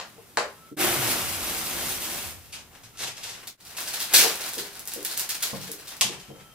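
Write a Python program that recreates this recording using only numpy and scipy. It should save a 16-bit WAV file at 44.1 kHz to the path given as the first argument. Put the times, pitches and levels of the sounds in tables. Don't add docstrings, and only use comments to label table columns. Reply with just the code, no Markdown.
import sys
import numpy as np
from scipy import signal
from scipy.fft import rfft, irfft
from scipy.io import wavfile

SR = 44100
rng = np.random.default_rng(int(sys.argv[2]) if len(sys.argv) > 2 else 0)


def transcribe(signal):
    frames = np.atleast_2d(signal).T
    limited = np.clip(frames, -1, 1)
    pcm = np.round(limited * 32767).astype(np.int16)
    wavfile.write(sys.argv[1], SR, pcm)


def gain_from_decibels(decibels):
    exponent = np.asarray(decibels, float) / 20
    return 10 ** exponent


N = 288414


def rms_one(x):
    return x / np.sqrt(np.mean(x ** 2) + 1e-20)


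def at_hz(points, hz):
    curve_hz, value = np.transpose(points)
    return np.interp(np.log(hz + 1), np.log(curve_hz), value)


def colour(x, spectrum, size=4096):
    log_gain = at_hz(spectrum, np.fft.rfftfreq(size, 1 / SR)) * np.log(10) / 20
    cepstrum = irfft(log_gain)
    cepstrum[1:size // 2] *= 2
    cepstrum[size // 2 + 1:] = 0
    pulse = irfft(np.exp(rfft(cepstrum)))[:size // 2]
    return signal.fftconvolve(x, pulse / np.sqrt(np.sum(pulse ** 2)))[:N]


def crackle(per_s, spread_db):
    sizes = gain_from_decibels(spread_db * np.minimum(rng.exponential(1, N), 5))
    signs = rng.choice([-1, 1], N)
    happens = rng.random(N) < per_s / SR
    return rms_one(sizes * signs * happens)


def drift(rate_hz):
    r = np.exp(-2 * np.pi * rate_hz / SR)
    noise = rng.standard_normal(N + SR)
    return rms_one(signal.lfilter([1], [1, -2 * r, r * r], noise)[SR:])


# time_s, level_db
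PULL = [(.76, -57), (.775, -35), (.805, -22), (.87, -24.5), (.93, -28), (.99, -27), (1.18, -28.5),
        (1.23, -32), (1.3, -32), (1.85, -30.5), (1.97, -34), (2.1, -31.5), (2.27, -37), (2.36, -48),
        (2.62, -64)]
# pitch_hz, level_db (per Hz)
PEEL_BRIGHT_TONE = [(710, -20.5), (1200, -15), (1490, -17), (2270, -3), (2480, -5), (2620, -3.5),
                    (14500, -4.5), (15500, -6), (16000, -58)]
PEEL_DULL_TONE = [(88, -51), (150, -2.5), (217, -8.5), (349, 3), (414, -12), (739, -2.5), (832, -3.5),
                  (901, -7.5), (1160, -4.5), (3500, -12.5), (4550, -24), (7700, -120)]
# peak_s, level_db (before flutter), pitch_hz (before wobble)
STRIP_TUGS = [(.81, -28, 353.5), (.99, -36, 136.6), (1.24, -39, 84.2), (1.431, -47, 56.7), (1.7, -44, 68.4),
              (1.85, -50, 87.3), (2.17, -45, 102.4), (2.27, -45, 87.6), (2.5, -51, 90.6),
              (2.85, -56.5, 102), (3.05, -53.5, 123.5), (3.2, -57.5, 105)]


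def peel():
    t = np.arange(N) / SR
    level_db = np.interp(t, *np.transpose(PULL))
    short_db, long_db, pay_out_s = -1.94, -8.5, .91
    shortness = np.exp(-np.maximum(t - PULL[1][0], 0) / pay_out_s)
    dull_db = level_db + long_db + (short_db - long_db) * shortness
    slips = crackle(9000, spread_db=3.6) * gain_from_decibels(1.8 * drift(30))
    bright = colour(slips * gain_from_decibels(level_db), PEEL_BRIGHT_TONE)
    dull_slips = crackle(3000, spread_db=2.0) * gain_from_decibels(dull_db + .23 * drift(45))
    dull = colour(dull_slips, PEEL_DULL_TONE)

    rise_s, fall_db_per_s = .019, 87
    wobbly_time_s = np.cumsum(1 + .084 * drift(11.6)) / SR
    hum = np.zeros(N)
    for peak_s, tug_db, pitch_hz in STRIP_TUGS:
        swell = np.exp(-(np.minimum(t - peak_s, 0) / rise_s) ** 2)
        fall = gain_from_decibels(tug_db - fall_db_per_s * np.maximum(t - peak_s, 0))
        hum += np.sin(2 * np.pi * pitch_hz * wobbly_time_s) * swell * fall
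    return bright + dull, np.sqrt(2) * hum * gain_from_decibels(1.3 * drift(3.3))


# start_s, level_db, length_s
CREASES_AND_RIPS = [(2.5235, -38.5, 0.028), (2.739, -58, 0.014), (2.832, -44.5, .024), (2.976, -42, 0.017),
                    (3.015, -39, .02), (3.032, -37, .018), (3.165, -44, 0.013), (3.229, -34.5, 0.02),
                    (3.287, -38.5, 0.023), (3.469, -33.5, 0.015), (3.601, -36.5, 0.011), (3.648, -46, .048),
                    (3.766, -29, 0.017), (3.803, -41.5, 0.067), (3.872, -30.5, 0.026), (3.933, -28, 0.016),
                    (3.993, -29.5, 0.05), (4.135, -10, .025), (4.158, -20, 0.032), (4.183, -20, 0.039),
                    (4.353, -32, 0.0087), (4.408, -34.5, 0.012), (4.46, -42, 0.01), (4.487, -49, 0.0085),
                    (4.532, -44, 0.028), (4.578, -29, 0.027), (4.727, -40.5, 0.015), (4.8, -54, 0.0081),
                    (4.853, -52, 0.012), (4.872, -33.5, 0.018), (4.915, -37.5, 0.034),
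                    (5.047, -28.5, 0.029), (5.09, -35.5, 0.06), (5.164, -31.5, .026), (5.194, -23.5, 0.017),
                    (5.289, -23.5, 0.025), (5.345, -23.5, 0.01), (5.4217, -21, 0.021), (5.698, -54, 0.0067),
                    (5.871, -37, 0.026), (6.0114, -7, 0.0049), (6.196, -44, 0.022)]
# peak_s, level_db (before clumping), half_length_s
HAND_SWEEPS = [(3.044, -33.5, 0.052), (3.26, -42, 0.1), (3.99, -37, 0.2), (4.216, -24.5, 0.051),
               (4.412, -38, 0.15), (5.128, -49, 0.29), (5.524, -39, .11), (2.56, -41.5, 0.036),
               (3.394, -67, 0.036), (4.613, -43.5, 0.15), (5.816, -49.5, 0.18), (6.195, -61, 0.19)]
# start_s, level_db
LONE_SNAPS = [(2.5261, -21), (2.9736, -18), (3.4755, -18), (3.6057, -28), (3.6516, -24), (3.7758, -12),
              (3.8047, -7), (4.1375, 9), (4.356, -7), (4.4907, -8), (4.5346, -7), (4.555, -9), (4.7945, -9),
              (4.8548, -14), (4.8753, -4), (4.9372, -3), (5.0289, -10), (5.0494, 1), (5.127, -12),
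              (5.1761, 2), (5.196, 2), (5.2928, -3), (5.427, 1), (5.7169, -4), (5.9678, -16), (6.0107, 13)]
# pitch_hz, level_db (per Hz)
PAPER_TONE = [(880, -38.5), (1500, -4), (2180, -6.5), (2360, -2), (2840, -2), (4210, 2), (5700, 0),
              (14100, -5), (16100, -8.5), (16800, -56)]
PAPER_SNAP_TONE = [(900, -40), (2500, -18), (5000, -4.5), (9000, -1.5), (14000, -1.5), (16000, -4),
                   (16800, -42)]
SLACK_TONE = [(880, -22), (1500, -13), (2640, -1.5), (3030, -1.5), (6370, -1.5), (12400, -12), (15500, -19),
              (16000, -55)]
FILM_DULL_TONE = [(180, -47.5), (300, -2), (378, -6.5), (458, -9), (567, -13), (636, -3.5), (3000, -7.5),
                  (3900, -18), (6600, -120)]


def film():
    t = np.arange(N) / SR
    clumps = gain_from_decibels(4.4 * drift(20))
    fidget = (t > 2.1) * gain_from_decibels(-63) * clumps
    sweeps = np.zeros(N)
    for peak_s, level_db, half_s in HAND_SWEEPS:
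        sweeps += clumps * gain_from_decibels(level_db) * np.exp(-((t - peak_s) / half_s) ** 2)

    creases, rise_s = np.zeros(N), .0019
    for start_s, level_db, length_s in CREASES_AND_RIPS:
        at = round(start_s * SR)
        since = t[:min(N - at, SR // 3)]
        burst = (1 - np.exp(-since / rise_s)) * np.exp(-(since / length_s) ** 2)
        creases[at:at + len(since)] += gain_from_decibels(level_db) * burst

    snaps = np.zeros(N)
    for start_s, level_db in LONE_SNAPS:
        snaps[round(start_s * SR)] = gain_from_decibels(level_db)

    bright = fidget + sweeps + creases
    dull = fidget * gain_from_decibels(3.5) + sweeps * gain_from_decibels(-7.5) + creases * gain_from_decibels(-15)
    on_paper = (t > 3.4) & (t < 5.99)
    paper = colour(on_paper * bright * crackle(6000, spread_db=5.0), PAPER_TONE)
    paper_snaps = colour(on_paper * snaps, PAPER_SNAP_TONE)
    slack_clicks = bright * crackle(12000, spread_db=-2.0) + snaps
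    slack = colour(~on_paper * slack_clicks, SLACK_TONE)
    return paper + paper_snaps + slack + colour(dull * crackle(3000, spread_db=3.5), FILM_DULL_TONE)


# start_s, level_db, most_driven_pitch_hz
THUDS = [(.18, -46.5, 600), (.712, -25, 252), (4.245, -23.5, 560), (4.571, -32, 315), (4.958, -30, 345),
         (5.527, -22, 163), (5.531, -32, 600), (5.601, -43, 151), (5.69, -40, 384), (5.78, -47, 395),
         (6.013, -30.5, 921), (6.044, -27.5, 188), (6.088, -36, 356), (6.282, -31, 220), (6.301, -42, 530),
         (6.391, -49, 170)]
# start_s, ring_level_db, most_driven_pitch_hz, crack_level_db
HARD_BLOWS = [(.0003, -42, 940, -19.5), (.372, -20, 710, -7.5)]
# pitch_hz, level_db (before each blow's weighting), t60_s
TABLE_MODES = [(105, -6, .15), (148, 4, 0.11), (189, -5.5, 0.24), (301.4, -4.5, 0.18), (358.7, 1.5, 0.12),
               (401.2, -6.5, 0.3), (465, 10, 0.054), (531.6, -8, 0.21), (600, 1, 0.067), (744, 11, 0.027),
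               (829, 4, 0.055), (1072, 12.5, 0.031), (1174, 6, 0.057)]
# pitch_hz, level_db (per Hz)
CRACK_TONE = [(300, -25), (900, -5.5), (2500, -6), (5000, -10.5), (9000, -19.5), (16000, -42)]


def knocks():
    blows = []
    for start_s, ring_db, blow_hz, crack_db in HARD_BLOWS:
        for bounce in range(3):
            crack = gain_from_decibels(crack_db - 5.5 * bounce)
            blows.append((start_s + .0125 * bounce, ring_db - 18 * bounce, blow_hz, crack))
    blows += [(start_s, level_db, blow_hz, 0) for start_s, level_db, blow_hz in THUDS]

    t = np.arange(SR // 2) / SR
    rings, cracks = np.zeros(N + SR // 2), np.zeros(N + SR // 2)
    chances_db = 2 * rng.standard_normal((len(blows), len(TABLE_MODES)))
    noises = rng.standard_normal((len(blows), len(t)))
    for (start_s, blow_db, blow_hz, crack), chance_db, noise in zip(blows, chances_db, noises):
        modes = np.zeros(len(t))
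        for (mode_hz, mode_db, t60_s), luck_db in zip(TABLE_MODES, chance_db):
            mismatch_db = 12.9 * np.log2(mode_hz / blow_hz) ** 2
            level = gain_from_decibels(mode_db + luck_db - mismatch_db - 60 * t / t60_s)
            modes += level * np.sin(2 * np.pi * mode_hz * t)
        build_up = 1 - np.exp(-(t * blow_hz / 1.1) ** 2)
        at = round(start_s * SR)
        rings[at:at + len(t)] += gain_from_decibels(blow_db) * modes * build_up
        cracks[at:at + len(t)] += crack * noise * np.exp(-t / .0012)
    return rings[:N], colour(cracks[:N], CRACK_TONE)


# start_s, end_s, low_squeak_db, high_squeak_db
STROKES = [(.52, .63, -63, -84), (.59, .74, -57, -76), (2.9, 3.0, -61, -80), (6.14, 6.3, -68, -61),
           (6.27, 6.6, -61, -65)]


def marker():
    t = np.arange(N) / SR
    out, edge_s = np.zeros(N), .037
    for which, squeak_hz in enumerate((1325, 3140)):
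        level = np.zeros(N)
        for start_s, end_s, *squeak_db in STROKES:
            stroke = np.clip(np.minimum(t - start_s, end_s - t) / edge_s, 0, 1)
            level += gain_from_decibels(squeak_db[which]) * stroke
        pitch_hz = squeak_hz * (1 + .013 * drift(56))
        squeak = np.sin(2 * np.pi * np.cumsum(pitch_hz) / SR)
        out += np.sqrt(2) * squeak * level * gain_from_decibels(2 * drift(25))
    return out


# pitch_hz, t60_s
REVERB_TIME = [(100, 0.46), (500, 0.28), (1400, 0.35), (3700, 0.29), (10000, 0.25), (16000, 0.2)]
# pitch_hz, correlation (no unit)
STEREO_LIKENESS = [(100, 0.61), (500, 0.77), (1400, 0.41), (3000, 0.022), (6000, 0.0058), (14000, 0.033)]


def diffuse(length, dying):
    t, hz = np.arange(length) / SR, np.fft.rfftfreq(length, 1 / SR)
    mid, side = rfft(rng.standard_normal((2, length)))
    alike = np.clip(at_hz(STEREO_LIKENESS, hz), 0, 1)
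    pair = np.sqrt(1 + alike) * mid + np.sqrt(1 - alike) * side * [[1], [-1]]
    if not dying:
        return irfft(pair, length) / np.sqrt(2)
    octave = np.log2(hz + 1)
    out = np.zeros((2, length))
    for centre in range(5, 15):
        band = irfft(pair * np.clip(1 - abs(octave - centre), 0, 1), length)
        t60_s = at_hz(REVERB_TIME, 2. ** centre)
        out += band * gain_from_decibels(-60 * t / t60_s) / np.sqrt(t60_s)
    return out


# pitch_hz, lead_rad
LEFT_PHASE_LEAD = [(0, 0), (1210, -1), (2410, -0.22), (6980, -2), (12500, 1.1), (16500, 1.5)]


def room(x, stay_s):
    places, reverb_db = 5, 2.5
    lead = at_hz(LEFT_PHASE_LEAD, np.fft.rfftfreq(N, 1 / SR))
    out = irfft(rfft(x) * np.exp(1j * lead * [[.5], [-.5]]), N)
    turn = np.arange(N) / SR / stay_s % places
    t = np.arange(SR // 2) / SR
    onset = 1 - np.exp(-(t / .00057) ** 2)
    for place in range(places):
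        tail = diffuse(SR // 2, dying=True) * onset
        tail *= gain_from_decibels(reverb_db) / np.sqrt(np.sum(tail ** 2) / 2)
        away = abs((turn - place + places / 2) % places - places / 2)
        here = np.cos(np.pi / 2 * np.minimum(away, 1))
        out += signal.fftconvolve((x * here)[None], tail, axes=1)[:, :N]
    return out / np.sqrt(1 + gain_from_decibels(2 * reverb_db))


# pitch_hz, level_db (per Hz)
AIR_TONE = [(15, -40), (25, -12), (145, 0), (463, -11), (936, -13), (1020, -18), (1330, -16), (1480, -22),
            (2110, -21), (2280, -24), (14000, -25), (15700, -27), (16200, -70)]


def air():
    return gain_from_decibels(-57.5) * np.array([colour(side, AIR_TONE) for side in diffuse(N, dying=False)])


# pitch_hz, level_db (per Hz)
HISS_TONE = [(18, 10), (30, 15.5), (110, 10.5), (300, -3), (1500, -12), (8000, -2), (15200, 1),
             (16100, -40)]


def hiss():
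    noise = np.array([colour(side, HISS_TONE) for side in diffuse(N, dying=False)])
    return gain_from_decibels(-59.5) * noise * (np.arange(N) > SPLICE_DIPS[0][0] * SR)


def scene():
    background = air() + hiss()
    slips, hum = peel()
    rings, cracks = knocks()
    clicks = room(slips + film() + cracks, stay_s=.002)
    bodies = room(hum + rings + marker(), stay_s=.1)
    return clicks + bodies + background


def low_pass(x):
    return signal.sosfilt(signal.butter(12, 16960, fs=SR, output="sos"), x)


# pitch_hz, lean_db
LEFT_LEVEL_LEAN = [(60, 1), (240, 2), (950, 1.5), (3770, 2), (15000, -2)]
# lowest_s, fade_out_s, fade_in_s
SPLICE_DIPS = [(0.765, 0.084, 0.0061), (3.573, 0.081, 0.082)]


def record(dry):
    t = np.arange(N) / SR
    lean_db = at_hz(LEFT_LEVEL_LEAN, np.fft.rfftfreq(N, 1 / SR))
    x = irfft(rfft(dry) * gain_from_decibels(lean_db * [[.5], [-.5]]), N)
    for lowest_s, out_s, in_s in SPLICE_DIPS:
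        x = x * np.interp(t, [lowest_s - out_s, lowest_s, lowest_s + in_s], [1, .04, 1])
    x = np.tanh(x / .8) * .8
    top_cut = signal.cheby2(14, 60, 16400, fs=SR, output="sos")
    x = signal.sosfilt(top_cut, x)
    return low_pass(x)


dry = scene()
out = record(dry)
transcribe(out)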